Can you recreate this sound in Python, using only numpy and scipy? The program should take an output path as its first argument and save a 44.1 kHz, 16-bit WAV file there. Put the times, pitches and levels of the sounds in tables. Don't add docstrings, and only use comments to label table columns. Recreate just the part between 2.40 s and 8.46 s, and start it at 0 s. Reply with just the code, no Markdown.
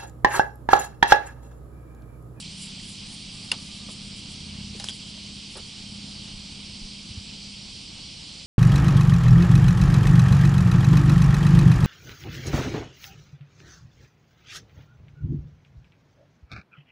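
import sys
import numpy as np
from scipy import signal
from scipy.fft import rfft, irfft
from scipy.io import wavfile
from scipy.ndimage import uniform_filter1d

SR = 44100
rng = np.random.default_rng(int(sys.argv[2]) if len(sys.argv) > 2 else 0)


def voltage_ratio(decibels):
    exponent = np.asarray(decibels, float) / 20
    return 10 ** exponent


def waveform_to_disk(signal):
    frames = np.transpose(np.atleast_2d(signal))
    scaled = np.clip(frames, -1, 1) * 32767
    samples = np.round(scaled).astype(np.int16)
    wavfile.write(sys.argv[1], SR, samples)


N = 267246

# time in seconds, level of its strongest tone in dB.
ENGINE_LEVEL = [(0, -50), (1.4, -47.5), (2.15, -44.5), (2.7, -50), (3.3, -51), (3.6, -46), (4.4, -51),
                (5.1, -52.5), (6.06, -57)]


def evened(x):
    return x / np.sqrt(np.mean(x ** 2) + 1e-20)


def read(points, hz):
    f, value = np.transpose(points)
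    return np.interp(np.log(hz + 1), np.log(f + 1), value)


def curves(rows):
    s, *columns = np.transpose(rows)
    return [np.interp(np.arange(N) / SR, s, column) for column in columns]


def add(mix, s, sound):
    part = mix[round(s * SR):][:len(sound)]
    part += sound[:len(part)]


def resonate(x, hz, width):
    turn = np.exp(2j * np.pi * np.cumsum(hz * np.ones(len(x))) / SR)
    memory = np.exp(-np.pi * width / SR)
    smooth = signal.lfilter([1 - memory], [1, -memory], x / turn + 1e-18)
    return 2 * (turn * smooth).real


def ring(modes, rise, size=5000):
    t = np.arange(size) / SR
    sines = sum(voltage_ratio(db - 60 * t / t60) * np.sin(2 * np.pi * (hz * t + rng.random()))
                for hz, db, t60 in modes)
    return sines * (1 - np.exp(-(t / rise) ** 2))


def hiss(colour, patchy_db, swell_db, size=512):
    # frequency in Hz, likeness of left and right (1 = the same).
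    likeness = [(60, 1), (130, 1), (270, 0.85), (570, 0.18), (1190, 0.1), (2520, 0.84), (5320, 0.88),
                (11200, 0.73)]
    # frequency in Hz, left louder than right in dB.
    balance = [(60, -2.5), (170, 2), (490, 0.4), (1390, -0.5), (3950, -2.2), (11200, -1.5)]
    frames, hz = 4 * N // size + 5, np.fft.rfftfreq(size, 1 / SR)
    a, b, c, d, patches = rng.standard_normal((frames, len(hz), 5)).T
    flutter = evened(uniform_filter1d(patches[0], size=8192 // size))
    patches = uniform_filter1d(patches, size=size // 64, axis=0)
    patches = evened(uniform_filter1d(patches, size=12288 // size, axis=1))
    same = np.clip(read(likeness, hz), -1, 1)[:, None]
    left, other = a + 1j * b, c + 1j * d
    z = np.array([left, same * left + np.sqrt(1 - same ** 2) * other])
    z *= voltage_ratio(np.array([.5, -.5])[:, None, None] * read(balance, hz)[:, None])
    z *= voltage_ratio(read(colour, hz)[:, None] + patchy_db * patches + swell_db * flutter)
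    return evened(signal.istft(z, nperseg=size, noverlap=3 * size // 4)[1][:, :N])


def wind():
    # frequency in Hz, level in dB per Hz.
    breeze = [(8, -28), (25, -9), (70, 0), (130, -8), (400, -60)]
    hz = np.fft.rfftfreq(N, 1 / SR)
    spectrum = rfft(rng.standard_normal((2, N))) * voltage_ratio(read(breeze, hz))
    return voltage_ratio(-64) * evened(irfft(spectrum, N))


def traffic():
    # frequency in Hz, level in dB per Hz.
    rumble_colour = [(8, -23), (20, -1.5), (43, -10), (87, -4), (180, -5.5), (296, -8.5), (338, -14),
                     (520, -21.5), (680, -39), (1140, -100)]
    road_colour = [(210, -26), (350, -12), (526, -4.5), (581, -1), (744, -2), (874, -1), (1710, -7.5),
                   (1890, -9), (2200, -3), (2860, -12.5), (4840, -120)]
    near_db = curves(ENGINE_LEVEL)[0]
    near_db = near_db - near_db.mean()
    rumble = voltage_ratio(-48.5 + 0.22 * near_db) * hiss(rumble_colour, patchy_db=.6, swell_db=0.5, size=2048)
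    road = voltage_ratio(-57.5 + 0.17 * near_db) * hiss(road_colour, patchy_db=0.3, swell_db=1.24)
    return rumble + road


def gear_whine():
    start_s, length_s, hz, edge_s = .97, .6, 1194, .06
    t = np.arange(N) / SR
    outside = np.maximum(np.maximum(start_s - t, t - start_s - length_s), 0)
    tone = resonate(resonate(rng.standard_normal(N), hz, 30), hz, 30)
    return voltage_ratio(-68.5 - 20 * outside / edge_s) * evened(tone)


def engine(waver_db=3.0, smear=0.41, gap=.42):
    # time in seconds, engine cycles per second.
    cycle_speed = [(0, 16.2), (.5, 16.2), (1.4, 16.57), (1.9, 16.7), (2.8, 16.79), (4.6, 16.79),
                   (6.06, 16.5)]
    # multiple of the cycle, level in dB.
    early_tones = [(1, -26), (2, -18), (3, -13), (4, -7), (5, -13), (6, -16), (7, -5), (8, -16), (9, -12),
                   (10, -3), (11, -16), (12, 0), (13, -8), (14, -15), (15, -12), (16, -22)]
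    steady_tones = [(1, -17), (2, -15), (3, -10), (4, -8), (5, -7), (6, -15), (7, -5), (8, -12), (9, -6),
                    (10, -9), (11, -16), (12, 0), (13, -8), (14, -10), (15, -17), (16, -18)]
    (speed,), (level_db,) = curves(cycle_speed), curves(ENGINE_LEVEL)
    turns, t, out = np.cumsum(speed) / SR, np.arange(N) / SR, np.zeros((2, N))
    settled = np.clip(t - 1, 0, 1)
    for (k, early_db), (_, steady_db) in zip(early_tones, steady_tones):
        db = early_db + settled * (steady_db - early_db) - 2 * (k != 12)
        waver, slip = (np.interp(t, np.arange(20) * 0.322, row) for row in rng.standard_normal((2, 20)))
        apart = 0.034 * rng.standard_normal() * np.array([[1], [-1]])
        puffs = np.angle(1 + np.exp(-2j * np.pi * k * gap))
        out += voltage_ratio(db + waver_db * waver) * np.cos(2 * np.pi * k * turns + puffs + smear * slip + apart)
    return np.sqrt(2) * voltage_ratio(level_db) * out + gear_whine()


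def snap(out):
    # frequency in Hz, level in dB, time to fall 60 dB in seconds.
    catch_modes = [(2750, 0, .014), (4950, 0, .011), (3550, -8, .011), (4250, -23, .05), (2880, -22, .06),
                   (9800, -16, .016), (10400, -16, .016), (7300, -22, .014), (900, -35, .06),
                   (1500, -32, .06), (1790, -34, .06), (2200, -22, .02)]
    start_s, rise_s = 1.1153, .0024
    t = np.arange(3000) / SR
    add(out, start_s, ring(catch_modes, rise_s))
    burst = np.minimum((t / rise_s) ** 2, 1) * rng.standard_normal(len(t))
    add(out, start_s, voltage_ratio(-14 - 60 * t / .022) * burst)


def tap_list():
    # time in seconds, ring level in dB, ring pitch in Hz, crack level in dB, low knock level in dB.
    finger_ticks = [
        (.398, -38, 2000, -53, -62),
        (2.3982, -22, 3860, -29, -42),
        (2.404, -35, 2790, -42, -46),
        (2.441, -20, 5080, -24.5, -49),
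        (3.177, -37, 8900, -38, -61),
    ]
    tick_t60 = 0.012
    land_s, button_hz, crack_db, knock_db = 2.4863, 3290, -29.5, -51
    rows = [(s, db, hz, tick_t60, crack, knock) for s, db, hz, crack, knock in finger_ticks]
    rows.append((land_s, -4, button_hz, .0046, crack_db, knock_db))
    waits = np.cumsum(.0067 * .8 ** np.arange(3))
    for k, wait in enumerate(waits):
        change_db = -3.5 * k
        rows.append((land_s + wait, -19 + change_db, button_hz, tick_t60,
                     crack_db + change_db - 1, knock_db + change_db))
    return rows


def taps(out):
    # frequency in Hz, level in dB, time to fall 60 dB in seconds.
    shell_modes = [(800, 0, .08), (1550, -3, .06), (1150, -14, .02), (2050, -10, .02)]
    t = np.arange(3000) / SR
    for s, ring_db, hz, t60, crack_db, knock_db in tap_list():
        add(out, s, ring([(hz, ring_db, t60)], .0006) + voltage_ratio(knock_db) * ring(shell_modes, .0015))
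        crack = evened(resonate(resonate(rng.standard_normal(len(t)), 6600, 9300), 6800, 9300))
        add(out, s, voltage_ratio(crack_db - 60 * t / 0.022) * np.minimum(t / 0.0012, 1) * crack)


def rubs(out):
    # time in seconds, level in dB, centre in Hz, width in Hz, length in seconds.
    finger_rubs = [(1.119, -42, 760, 700, 0.029), (1.121, -36, 3400, 2500, 0.033),
                   (1.485, -46, 500, 1600, 0.021), (2.347, -38.5, 310, 160, 0.013),
                   (2.36, -50.5, 7000, 6000, 0.056), (2.396, -43, 4000, 6000, 0.039),
                   (2.444, -43.5, 5800, 7100, 0.064), (2.497, -43, 4900, 220, 0.064),
                   (2.501, -44, 3160, 400, 0.057), (2.775, -54, 483, 800, 0.01),
                   (3.151, -42, 371, 40, 0.035), (3.153, -48, 477, 300, 0.048),
                   (3.154, -50, 900, 900, 0.05), (3.165, -46, 990, 900, 0.028),
                   (3.166, -45, 9200, 2778, 0.018)]
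    t = np.arange(3000) / SR
    for s, db, hz, width, length in finger_rubs:
        slips = rng.standard_normal(len(t)) * (0.25 + (rng.random(len(t)) < 600 / SR))
        climbing_hz = hz * (1 + 0.45 * t)
        scrape = evened(resonate(resonate(slips, hz, width), climbing_hz, width))
        add(out, s, voltage_ratio(db) * scrape * np.minimum(t / 0.0029, 1) * np.exp(-(t / length) ** 2))


def bumps(out):
    # time in seconds, peak level in dB, frequency in Hz, length in cycles.
    pushes = [
        (3.95, -39, 30, 1.2),
        (4.435, -33, 28, 1.0),
        (4.711, -33, 80, 1.0),
        (4.781, -29, 90, 1.6),
    ]
    t = np.arange(3000) / SR
    for s, db, hz, cycles in pushes:
        u = (t - t.mean()) * hz
        push = -voltage_ratio(db) * np.sin(2 * np.pi * u + 0.55) * np.exp(-(2 * u / cycles) ** 2)
        add(out, s - t.mean(), push)


def handling():
    out = np.zeros(N)
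    snap(out)
    taps(out)
    rubs(out)
    bumps(out)
    return out * voltage_ratio(np.array([[-.3], [.3]]))


def soloist():
    # frequency in Hz, level in dB per Hz.
    solo_colour = [(3710, -42), (6300, -30), (6450, -21), (7140, -1), (7610, -3.5), (9500, -1.5),
                   (9930, -1.5), (11200, -19), (11400, -26), (11600, -75), (15100, -105), (22000, -120)]
    # first throb in seconds, end in seconds, period in seconds, first level in dB, fade in dB/s.
    phrases = [
        (-.022, 1.33, .256, -46.5, -4.5),
        (1.386, 2.0, .134, -52, 2),
        (2.558, 4.9, .142, -54, -6),
    ]
    half_share = 0.26
    t, effort = np.arange(N) / SR, np.zeros(N)
    for first, end, period, db, fade in phrases:
        for s in np.arange(first, end, period):
            throb = np.exp(-((t - s) / (half_share * period)) ** 2)
            effort += voltage_ratio(db + fade * (s - first)) * throb
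    return effort * hiss(solo_colour, patchy_db=1.5, swell_db=4.0)


def chorus():
    # frequency in Hz, level in dB per Hz.
    low_colour = [(880, -37), (1500, -42), (1950, -18), (2300, -6.5), (2650, -5), (3000, 0), (3200, 1),
                  (3400, -1.5), (3600, -6), (4400, -14), (8000, -100)]
    high_colour = [(2000, -29.5), (3400, -7.5), (3620, -3), (4660, 3), (5830, -5), (6490, -26), (6800, -11),
                   (8840, -38), (15000, -120)]
    fizz_colour = [(3650, -20), (6200, 1.5), (6650, -5), (7490, 1), (9300, -1), (10000, -13), (10500, -16),
                   (11000, -27), (11500, -28), (22000, -100)]
    t = np.arange(N) / SR
    low = voltage_ratio(-46 - .2 * t) * hiss(low_colour, patchy_db=0.65, swell_db=0.62)
    high = voltage_ratio(-44 + 0.07 * t) * hiss(high_colour, patchy_db=0.7, swell_db=0.04)
    fizz = voltage_ratio(-51.5 - 0.33 * t) * hiss(fizz_colour, patchy_db=1.53, swell_db=-0.4)
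    return low + high + fizz


def scene():
    return wind() + traffic() + engine() + handling() + soloist() + chorus()


def low_pass(x):
    return signal.sosfilt(signal.butter(12, 11840, fs=SR, output="sos"), x)


def record(dry):
    low_cut = signal.sosfilt(signal.butter(2, 16, "high", fs=SR, output="sos"), dry)
    edge = signal.firwin(801, 11030, window=("kaiser", 7), fs=SR)[None]
    return low_pass(signal.oaconvolve(low_cut, edge, "same"))


dry = scene()
out = record(dry)
waveform_to_disk(out)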